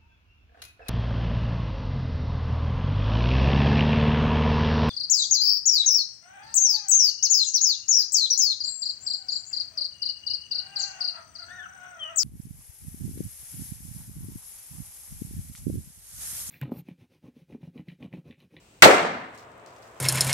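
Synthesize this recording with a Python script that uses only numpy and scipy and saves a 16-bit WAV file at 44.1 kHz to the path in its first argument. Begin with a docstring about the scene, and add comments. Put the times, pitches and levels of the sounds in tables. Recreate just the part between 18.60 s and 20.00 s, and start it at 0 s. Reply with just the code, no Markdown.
"""A sharp bang: sodium explodes in a steel bowl of water in a fenced back yard, a few metres away.
The blast overloads the microphones, sets the bowl ringing, slaps back from fences and walls and
dies away among the trees. The rest of the metal seethes in the bowl while thrown drops patter
and spit on dead leaves, over quiet outdoor air."""
import sys
import numpy as np
from scipy import signal
from scipy.fft import rfft, irfft
from scipy.io import wavfile

SR = 44100
rng = np.random.default_rng(int(sys.argv[2]) if len(sys.argv) > 2 else 0)


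def digitize_waveform(pressure):
    """Quantize a signal to 16-bit integers and store it at the path in sys.argv[1].

    Rows of a 2-D input are taken as channels; values are limited to [-1, 1].
    """
    field = np.atleast_2d(pressure).T
    bounded = np.clip(field, -1, 1)
    quanta = np.round(bounded * 32767).astype(np.int16)
    wavfile.write(sys.argv[1], SR, quanta)


N = 61739
T, HZ = np.arange(N) / SR, np.maximum(np.fft.rfftfreq(N, 1 / SR), 1)
BANG_S, TOP_HZ = 0.2226, 15900
BASS_ROLLOFF = np.minimum(HZ / 1500, 1)


def undb(db):
    """dB to gain."""
    return 10 ** (np.asarray(db) / 20)


def unit(x):
    """Scale to rms 1."""
    return x / np.sqrt(np.mean(x ** 2))


def curve(points, hz=HZ):
    """Interpolate (f/Hz, value) points over log frequency."""
    f, v = np.array(points, float).T
    return np.interp(np.log(hz), np.log(f), v)


def hump(hz, width_oct):
    """Gaussian band over log frequency."""
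    return np.exp(-.5 * (np.log2(HZ / hz) / width_oct) ** 2)


def noise(colour, width=None):
    """Stereo noise, rms 1, of given colour and width."""
    # unlikeness of the two microphones: f/Hz, side minus mid/dB
    mic_width = [(60, -16), (200, -21), (380, -11), (700, -2.5), (1290, 0.5), (2400, -1), (4400, -1),
                 (15000, 2)]
    side_gain = undb(curve(mic_width if width is None else width))
    mid, side = rfft(rng.standard_normal((2, N)))
    left_right = mid + np.array([[1], [-1]]) * side_gain * side
    return unit(irfft(colour * left_right / np.hypot(1, side_gain), N))


def fade(start_s, t60_s):
    """Zero until the start, then exponential decay."""
    return (T >= start_s) * np.exp(-np.log(1000) * np.maximum(T - start_s, 0) / t60_s)


def rise(start_s, length_s):
    """Ramp from 0 to 1."""
    return np.clip((T - start_s) / length_s, 0, 1)


def swell(centre_s, width_s):
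    """Gaussian envelope, zero before the bang."""
    return np.exp(-.5 * ((T - centre_s) / width_s) ** 2) * rise(BANG_S, 0.0027)


def flicker(rate_hz):
    """Random wander, spread near 1."""
    return np.interp(T * rate_hz, np.arange(N), rng.standard_normal(N))


def air():
    """Quiet, steady outdoor air."""
    # background spectrum: f/Hz, level/dB
    spectrum = [(30, -6.5), (50, 2.5), (126, -3.5), (208, -7.5), (350, -7), (800, -11.5), (1900, -18),
                (2620, -13.5), (3400, -18.5), (6000, -22), (8300, -16.5), (9900, -25.5), (15500, -21.5)]
    return undb(-61.5) * noise(undb(curve(spectrum)))


def explosion():
    """Shock crack, pressure punch right behind it, roar of bursting gas and low fireball thump."""
    # roar spectrum: f/Hz, level/dB
    spectrum = [(30, -32.5), (80, -28), (200, -12), (500, -2.5), (1200, 0), (2100, -0.5), (3000, -9.5),
                (4300, -5.5), (5500, -21.5), (8000, -14.5), (15000, -20)]
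    # stereo width of the blast: f/Hz, side minus mid/dB
    width = [(60, -6), (200, 0.5), (500, 1.5), (1200, 0), (2200, 2), (4400, 2), (15000, -0.5)]
    sag_s, sag_db_per_s, punch_delay_s = .028, 171.5, 0.00029
    crack = undb(-1.5) * noise(hump(6435, 0.57)) * fade(BANG_S, t60_s=0.031)
    punch = undb(8) * noise(hump(1900, 0.49)) * fade(BANG_S + punch_delay_s, t60_s=0.036)
    thump = undb(-22) * noise(hump(157, .85), width) * swell(centre_s=0.259, width_s=.013)
    sag = undb(-sag_db_per_s * np.clip(T - BANG_S, 0, sag_s))
    release_s = BANG_S + sag_s
    release = (T < release_s) + fade(release_s, t60_s=.11)
    envelope = rise(BANG_S, 0.0045) ** 2 * sag * release
    roar = undb(-2) * noise(undb(curve(spectrum)), width) * envelope
    return crack + punch + roar + thump


def bowl():
    """The kicked bowl rings briefly, wavering as the water leaves it."""
    # bowl modes: f/Hz, level/dB, t60/s
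    modes = [(387.6, -6, .5), (452.4, -2.5, 0.75), (534, -4, .45), (590.4, -4, .3), (737, -3.5, 0.39),
             (1056, -4.5, .55), (1335, 0.5, 0.581), (1553, -10.5, .4), (2180, -9, .5), (3780, -14.5, .3)]
    ring = 0
    for hz, db, t60_s in modes:
        phase = 2 * np.pi * np.cumsum(hz * (1 + 0.012 * flicker(60))) / SR
        mic_phase = rng.standard_normal((2, 1)) * min(hz / 1000, 2)
        ring = ring + undb(db) * np.sin(phase + mic_phase) * fade(BANG_S, t60_s)
    return undb(-18) * ring


def yard():
    """Countless uneven reflections; air absorbs the treble first, lows return late from far houses."""
    # scatter spectrum: f/Hz, level/dB
    spectrum = [(40, -55.5), (90, -41.5), (143, -20), (287, -10), (430, -9.5), (686, -2.5), (800, -9),
                (1100, -10.5), (1500, -12), (2160, -13), (3000, -21.5), (5000, -27.5), (8100, -28),
                (15500, -35)]
    # scatter decay: f/Hz, t60/s
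    decay = [(60, 0.45), (170, 0.99), (500, 0.62), (1200, 0.92), (2500, 0.79), (5000, 0.83), (8500, 0.55),
             (14000, 0.7)]
    ripple_step_hz = 21.5
    loss_hz, loss_s = 9900, .27  # air absorption reaches 1/e at this frequency and age
    ripple_db = 2 * np.interp(HZ / ripple_step_hz, np.arange(N), rng.standard_normal(N)) * BASS_ROLLOFF
    colour = undb(curve(spectrum) + ripple_db)
    scatter = rfft(noise(colour) * undb(flicker(200)))
    centres_hz = np.geomspace(40, 16000, num=14)
    tail = 0
    for hz, pick in zip(centres_hz, np.eye(len(centres_hz))):
        band = irfft(scatter * np.interp(np.log(HZ), np.log(centres_hz), pick), N)
        absorption = np.exp(-(hz / loss_hz * (T - BANG_S) / loss_s) ** 2)
        tail = tail + band * fade(BANG_S, curve(decay, hz)) * absorption
    rumble = undb(-40) * noise(hump(207, 1.0)) * swell(centre_s=0.46, width_s=0.097)
    return undb(-7.5) * tail * rise(BANG_S, 0.013) + rumble


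def echoes():
    """Each fence or wall returns the bang as a short, smeared band of noise."""
    # reflections: t/s, level/dB, f/Hz, width/oct, t60/s
    slaps = [(0.239, -10.5, 3500, 0.69, .09), (0.246, -8.5, 516, 0.27, .04), (0.257, 2.5, 702, 0.43, 0.035),
             (0.264, 0, 345, 0.45, 0.018), (0.283, -12, 477, .5, 0.11), (0.296, -7.5, 575, 0.49, 0.074),
             (0.303, -11, 594, 0.18, 0.097), (0.310, -15, 1200, .9, 0.063),
             (0.326, -13.5, 610, 0.43, 0.062), (0.333, -14, 680, 0.42, 0.023),
             (0.378, -21.5, 1020, 0.98, 0.24), (0.448, -21, 660, 0.46, 0.1), (0.546, -34, 400, 0.99, .12)]
    return sum(undb(db) * noise(hump(hz, width_oct)) * fade(at_s, t60_s) * rise(at_s, .001)
               for at_s, db, hz, width_oct, t60_s in slaps)


def seething():
    """The reaction boils on as a dull, slowly growing rush."""
    # boiling spectrum: f/Hz, level/dB
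    spectrum = [(35, -37.5), (60, -10), (123, -1.5), (150, -14), (292, -8), (445, -5), (702, -0.5),
                (837, -7.5), (1030, -4), (4000, -24), (5200, -49), (8800, -120)]
    growth_db_per_s, lowpass_hz = 0.5, 3500
    level_db = -49.5 + growth_db_per_s * (T - 1) + 0.58 * flicker(40.1)
    colour = undb(curve(spectrum)) / np.hypot(1, (HZ / lowpass_hz) ** 3)
    return noise(colour) * undb(level_db) * rise(start_s=0.32, length_s=.3)


def patter():
    """Fine droplets rain back on the leaves as dense, tiny clicks."""
    # droplet envelope: t/s, level/dB
    levels = [(0.6, -84), (0.725, -71), (0.752, -58), (0.81, -61), (0.85, -87), (1.04, -82), (1.14, -64),
              (1.25, -62.5), (1.4, -63.5)]
    # click spectrum: f/Hz, level/dB
    spectrum = [(1500, -10), (4000, -4.5), (8000, -1.5), (10000, -3.5), (15000, -7)]
    drops_per_s, spread_db = 4000, 3.5
    hits = rng.random(N) < drops_per_s / SR
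    clicks = hits * undb(spread_db * rng.standard_normal(N)) * rng.standard_normal((2, N))
    colour = undb(curve(spectrum)) * BASS_ROLLOFF
    envelope = undb(np.interp(T, *np.array(levels).T))
    return unit(irfft(rfft(clicks) * colour, N)) * envelope


def pops():
    """Larger drops snap as they land, each followed by a grainy sizzle."""
    # landings: t/s, snap level/dB, tilt above 4 kHz/(dB/oct), sizzle level/dB
    drops = [(0.602, -58, 4, -80), (0.7773, -42.5, -4, -52), (0.918, -54.5, 0, -73), (0.979, -52, 8, -83),
             (0.998, -58, -7, -74), (1.0618, -46.5, -4, -53.5), (1.08, -56.5, -5, -75),
             (1.163, -48, -3, -64), (1.2235, -50, 6, -58), (1.277, -50, 1, -77), (1.312, -53, 3, -77),
             (1.3773, -50, 11, -70)]
    # snap spectrum: f/Hz, level/dB
    snap_spectrum = [(1500, -20), (3500, 2), (5000, 2), (8000, 7), (15000, 1)]
    # sizzle spectrum: f/Hz, level/dB
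    sizzle_spectrum = [(1500, -8), (3000, -4), (4800, 2.5), (8000, -4), (10000, -11), (15000, -4)]
    treble_oct = np.log2(np.maximum(HZ, 4000) / 4000)
    snaps, sizzle_envelope = 0, 0
    for at_s, snap_db, tilt_db_per_oct, sizzle_db in drops:
        colour = undb(curve(snap_spectrum) + tilt_db_per_oct * treble_oct) * BASS_ROLLOFF * (HZ < TOP_HZ)
        snaps = snaps + noise(colour) * undb(snap_db) * fade(at_s, t60_s=.011)
        sizzle_envelope = sizzle_envelope + undb(sizzle_db) * fade(at_s, t60_s=0.29)
    hiss = noise(undb(curve(sizzle_spectrum)) * BASS_ROLLOFF)
    grain = undb(3.5 * flicker(320))
    return snaps + sizzle_envelope * hiss * grain


def gain_control(x):
    """Quiet sound is lifted; the lift is withdrawn as a slowly falling peak meter passes the knee."""
    lift_db, knee_db, recovery_db_per_s = 5.5, -43.5, 26
    peak_db = 20 * np.log10(np.abs(x).max(axis=0) + 1e-9)
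    fall_db = recovery_db_per_s * T
    held_db = np.maximum.accumulate(peak_db + fall_db) - fall_db
    return x * undb(np.clip(lift_db - (held_db - knee_db) / 2, 0, lift_db))


def scene():
    """The bang, then its aftermath; aftermath and air lean slightly left."""
    left_over_right_db = 1.1
    lean = undb(np.array([[.5], [-.5]]) * left_over_right_db)
    background = air()
    bang = explosion() + echoes() + bowl()
    aftermath = yard() + seething() + pops() + patter()
    return bang + (aftermath + background) * lean


def record(dry):
    """Microphones dull the top octave; the blast ducks the gain and clips; both band edges are cut."""
    shelf_hz, shelf_db, ceiling, low_cut_hz = 8830, -7, .96, 61
    shelf = np.clip((HZ - shelf_hz) / 500 + .5, 0, 1)
    dulled = irfft(rfft(dry) * undb(shelf_db * shelf), N)
    ducked = gain_control(dulled)
    clipped = ducked / (1 + (ducked / ceiling) ** 8) ** (1 / 8)
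    thinned = signal.sosfilt(signal.butter(2, low_cut_hz, "high", fs=SR, output="sos"), clipped)
    return signal.sosfilt(signal.ellip(8, .2, 70, TOP_HZ, fs=SR, output="sos"), thinned)


dry = scene()
out = record(dry)
digitize_waveform(out)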